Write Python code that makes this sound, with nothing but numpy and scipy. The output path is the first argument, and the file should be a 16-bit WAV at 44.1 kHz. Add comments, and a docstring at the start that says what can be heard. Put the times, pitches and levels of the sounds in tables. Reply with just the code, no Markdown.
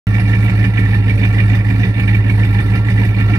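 """A big V8 idles on a driveway, heard from beside its twin tailpipes.
The sound cuts in with the engine running, its unequal cylinders making it lope. Each firing sends a puff
down the pipe of its cylinder bank: first the pipe booms, then the gas burbles, rasps and hisses at the
tips. The belt drive whines faintly throughout. From about 0.3 s hard firings bark at the tips,
and from about 0.7 s the engine now and then stumbles."""
import sys
import numpy as np
from scipy import signal
from scipy.fft import rfft, irfft
from scipy.io import wavfile

SR = 44100
rng = np.random.default_rng(int(sys.argv[2]) if len(sys.argv) > 2 else 0)


def to_wav(s):
    """Save 16-bit WAV."""
    ch = np.atleast_2d(s).T  # columns
    pcm = np.round(np.clip(ch, -1, 1) * 32767)  # PCM
    wavfile.write(sys.argv[1], SR, pcm.astype(np.int16))


N = 149058
TIME = np.arange(N) / SR


def from_db(db):
    return 10 ** (np.asarray(db) / 20)


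def unit_rms(x):
    return x / np.sqrt(np.mean(x ** 2) + 1e-20)


def pan(db):
    """Interaural level difference: two gains for a left-minus-right level."""
    return from_db(np.array([[db], [-db]]) / 2)


def resonance(x, hz, bandwidth):
    """Resonance with steep skirts: two equal second-order stages in cascade, unit gain at the peak."""
    stage = signal.iirpeak(hz, hz / bandwidth, fs=SR)
    return signal.lfilter(*stage, signal.lfilter(*stage, x + 1e-18))


def stereo_noise(correlation):
    """Partial coherence: white noise of which both sides share a part."""
    white = rng.standard_normal((3, N))
    return np.sqrt(correlation) * white[2] + np.sqrt(1 - correlation) * white[:2]


def impulses(times, db):
    """Impulse train: one sample at each time."""
    train = np.zeros(N)
    inside = (times >= 0) & (times < TIME[-1])
    train[(times[inside] * SR).astype(int)] = from_db(db[inside])
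    return train


def gaussian(times, centre, sigma_s):
    return np.exp(-.5 * ((times - centre) / sigma_s) ** 2)


# crankshaft speed: (time [s], speed [rpm])
CRANK_SPEED = [(0.0, 799.5), (0.3, 802.5), (0.42, 818.2), (0.55, 798.3), (0.67, 825.1), (0.8, 790.5),
               (1.1, 786.5), (1.35, 795.9), (1.65, 794.2), (1.85, 826.4), (2.0, 795.9), (2.3, 797.9),
               (2.6, 779.2), (2.82, 814.5), (3.05, 802.8), (3.25, 784.1), (3.38, 814.2)]
# cylinders in firing order, levels relative:
# (bank [0 or 1], lateness [firing intervals], puff [dB], burble [dB], rasp [dB], hiss [dB])
FIRING_ORDER = [(0, 0.1995, 0.5, 7.5, 0.5, 10), (0, 0.19, -8.4, 7.5, 5, 7.5), (1, 0.065, 3.87, 4.5, 5, 15),
                (0, 0.2315, 1.7, 0, -1.5, 8), (1, 0.14, 0.5, 6.5, -2, 9.5), (1, 0.11, -1.5, 3.5, -2, 11),
                (0, 0.2795, -0.3, 6.5, 0, 10), (1, .15, 1, 6.5, 3, 12.5)]

def firings(cylinders=8, jitter_s=0.0003):
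    """Four-stroke cycle: each cylinder fires once in two turns. Gives each firing's time and row."""
    turns = np.cumsum(np.interp(TIME, *np.transpose(CRANK_SPEED))) / 60 / SR
    count = turns * cylinders / 2
    index = np.arange(int(count[-1]))
    rows = np.array(FIRING_ORDER)[index % cylinders]
    times = np.interp(index + rows[:, 1], count, TIME)
    return times + jitter_s * rng.standard_normal(len(index)), rows


# low pipe modes: (frequency [Hz], stage bandwidth [Hz], gain in pipe 0 [dB], gain in pipe 1 [dB])
PIPE_MODES = [(48.9, 14.3, -16, -17), (68.6, 18.5, -33, -19), (105.55, 14.6, -6, -6),
              (189.3, 19.3, -18.5, -14.5), (276.2, 25, -27, -31), (299.6, 23.8, -27.5, -31),
              (381.7, 24, -39.5, -34), (454.3, 7.7, -33.5, -39.5), (580, 12.4, -42, -46.5)]

def boom(times, bank, db, drive_db=53, spread_db=0.4):
    """Impulse response of an air column: each bank's puffs ring the low modes of its own pipe."""
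    db = drive_db + db + spread_db * rng.standard_normal(len(times))
    puffs = [impulses(times[bank == pipe], db[bank == pipe]) for pipe in (0, 1)]
    return pan(-1.5) * sum(resonance(from_db(db0) * puffs[0] + from_db(db1) * puffs[1], hz, bandwidth)
                           for hz, bandwidth, db0, db1 in PIPE_MODES)


GAS_DELAY_S = 0.00717   # the gas leaves the tip after the pressure wave

def gusts(times, db, spread_db, attack_s, decay_s):
    """Pulsating flow: an envelope whose power rises quickly and decays exponentially after each firing."""
    power = impulses(times + GAS_DELAY_S, db + spread_db * rng.standard_normal(len(times))) ** 2
    for tau in (attack_s, decay_s):
        power = signal.lfilter([1], [1, -np.exp(-1 / (tau * SR))], power + 1e-18)
    return unit_rms(np.sqrt(power))


def turbulence(times, db, modes, spread_db, decay_s, correlation, attack_s=0.0013):
    """Random excitation: gusts of noise drive the modes, each with its own strength at each firing."""
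    gas, sound = stereo_noise(correlation), 0
    for hz, half_bandwidth, gain_db in modes:
        flow = gusts(times, db, spread_db, attack_s, decay_s)
        sound += from_db(gain_db) * resonance(gas * flow, hz, 2 * half_bandwidth)
    return unit_rms(sound)


# higher pipe modes: (frequency [Hz], stage half-bandwidth [Hz], relative gain [dB])
BURBLE_MODES = [(196.4, 21.8, -2.5), (269.3, 26.4, 4), (376, 28.5, -6.5), (452.2, 20.5, -5.5),
                (478, 14, -14), (566.6, 12.8, -9), (716, 23, -8.5), (823.6, 20, -8), (916.5, 46, -12)]

def burble(times, db):
    """Forced resonance: turbulence stirs the higher modes of the pipes."""
    sound = turbulence(times, db, BURBLE_MODES, spread_db=2.5, decay_s=0.0075, correlation=0.8)
    return from_db(-30) * pan(-7.5) * sound


# modes of the tips: (frequency [Hz], stage half-bandwidth [Hz], relative gain [dB])
TIP_MODES = [(1814, 64, 10), (1965, 59, 5), (2034, 110, 5), (2299, 158, 8), (2604, 124, -2.5),
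             (2725, 43, -2.5), (3589, 69, -5), (4370, 220, -26)]

def rasp(times, db):
    """Forced resonance: the escaping gas excites the bright modes of the tips."""
    sound = turbulence(times, db, TIP_MODES, spread_db=2.7, decay_s=0.0087, correlation=0.71)
    return from_db(-28.5) * pan(-9.5) * sound


# relative spectrum of the rushing gas: (frequency [Hz], left level [dB], right level [dB])
JET_SPECTRUM = [(300, 14, -3), (920, 9, 17.5), (1530, 0, 15), (2900, 5.5, -6), (3250, -3, -8),
                (3730, 10.5, -7), (4230, 3, 10), (4900, 4, 1), (6000, 1, -21), (6560, -6, -28),
                (9450, -0.5, -5), (12700, -10.5, -4), (14000, -14, -18.5), (16000, -11, -9.5)]
# edges of the bands that swell separately: (frequency [Hz])
JET_BAND_EDGES = [3300, 3900, 4600, 5500, 6500, 8000, 9300, 10500, 11700, 13000]

def hiss(times, db, scatter_s=0.0019):
    """Broadband flow noise: each band swells at its own moment, so the colour changes with each firing."""
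    hz, *sides = np.transpose(JET_SPECTRUM)
    bins_hz = np.arange(N // 2 + 1) * SR / N
    shape_db = [np.interp(np.log(bins_hz + 1), np.log(hz), side) for side in sides]
    spectrum = rfft(stereo_noise(correlation=0.21)) * from_db(shape_db)
    band_of_bin, sound = np.searchsorted(JET_BAND_EDGES, bins_hz), 0
    for band in np.unique(band_of_bin):
        onsets = times + scatter_s * rng.standard_normal(len(times))
        flow = gusts(onsets, db, spread_db=3, attack_s=0.0052, decay_s=0.0083)
        sound += flow * irfft(spectrum * (band_of_bin == band), N)
    return from_db(-38) * unit_rms(sound)


# tones of the belt drive: (frequency [Hz], stage bandwidth [Hz], base level [dB])
BELT_TONES = [(1137, 14, -50.5), (1354, 18, -44.5), (1372, 6.3, -46)]
# swell of those tones: (time [s], gain [dB])
BELT_SWELL = [(0, 2.5), (1.2, -2.5), (2.4, -2.5), (2.75, 2), (3.1, -2.5), (3.33, 7)]

def belt_whine():
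    """Narrowband noise: sharp resonances give the belt drive thin, wavering tones."""
    tones = sum(from_db(db) * unit_rms(resonance(rng.standard_normal(N), hz, bandwidth))
                for hz, bandwidth, db in BELT_TONES)
    return from_db(np.interp(TIME, *np.transpose(BELT_SWELL))) * pan(-3) * tones


# gusts of hard firings at the tips: (time [s], relative rasp level [dB])
HARD_FIRINGS = [(.329, 6), (0.64, 8), (0.736, -2), (0.771, 7), (.851, 5), (1.08, 2), (1.232, 7), (1.379, 9),
                (1.53, 0), (1.83, 7.5), (1.939, 1), (2.076, 8.5), (2.136, -12), (2.432, -17), (2.584, 7),
                (2.882, -3), (2.972, 5.5), (3.184, -23)]

def add_barks(times, db):
    """Transient excitation: hard firings add extra gusts to those that drive the rasp."""
    bark_times, bark_db = np.transpose(HARD_FIRINGS)
    return np.r_[times, bark_times - GAS_DELAY_S], np.r_[db, bark_db]


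# stumbles of the engine: (time [s], peak loss [dB])
ENGINE_STUMBLES = [(0.721, 3), (1.022, 3), (1.62, 5), (1.923, 8), (2.224, 3.5), (2.83, 4), (3.125, 4.5)]

def stumble_loss(times, sigma_s=0.014):
    """Amplitude modulation: each stumble is a brief, bell-shaped loss in dB."""
    return sum(db * gaussian(times, at, sigma_s) for at, db in ENGINE_STUMBLES)


def hiss_loss(times, depth_db=8, sigma_s=0.018):
    """Starved flow: a loss in dB that sinks the hiss just ahead of each stumble."""
    return depth_db * sum(gaussian(times, at - sigma_s / 2, sigma_s) for at, _ in ENGINE_STUMBLES)


def scene(sag_share=0.96, sag_delay_s=0.017, left_lag_s=0.00018):
    """Superposition: four exhaust layers follow the same firings, and the whine joins them."""
    times, rows = firings()
    bank, _, puff_db, burble_db, rasp_db, hiss_db = rows.T
    loss_db = stumble_loss(times)
    sag_db = sag_share * stumble_loss(TIME - sag_delay_s)   # the boom sags a little after a stumble
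    mix = burble(times, burble_db - loss_db / 2)
    mix += rasp(*add_barks(times, rasp_db - loss_db))
    mix += from_db(-sag_db) * boom(times, bank, puff_db - loss_db / 2)
    mix += hiss(times, hiss_db - hiss_loss(times))
    left, right = mix + belt_whine()
    # the pipes are to the right, so the left side hears them later
    return np.array([np.roll(left, int(left_lag_s * SR)), right])


def record(dry, start_s=0.069, cutoff_hz=15800):
    """Gating and band limiting: the sound cuts in, and a steep low-pass removes the highest treble."""
    lowpass = signal.ellip(10, .1, 80, cutoff_hz, fs=SR, output="sos")
    return signal.sosfilt(lowpass, dry * (TIME >= start_s))


dry = scene()
out = record(dry)
to_wav(out)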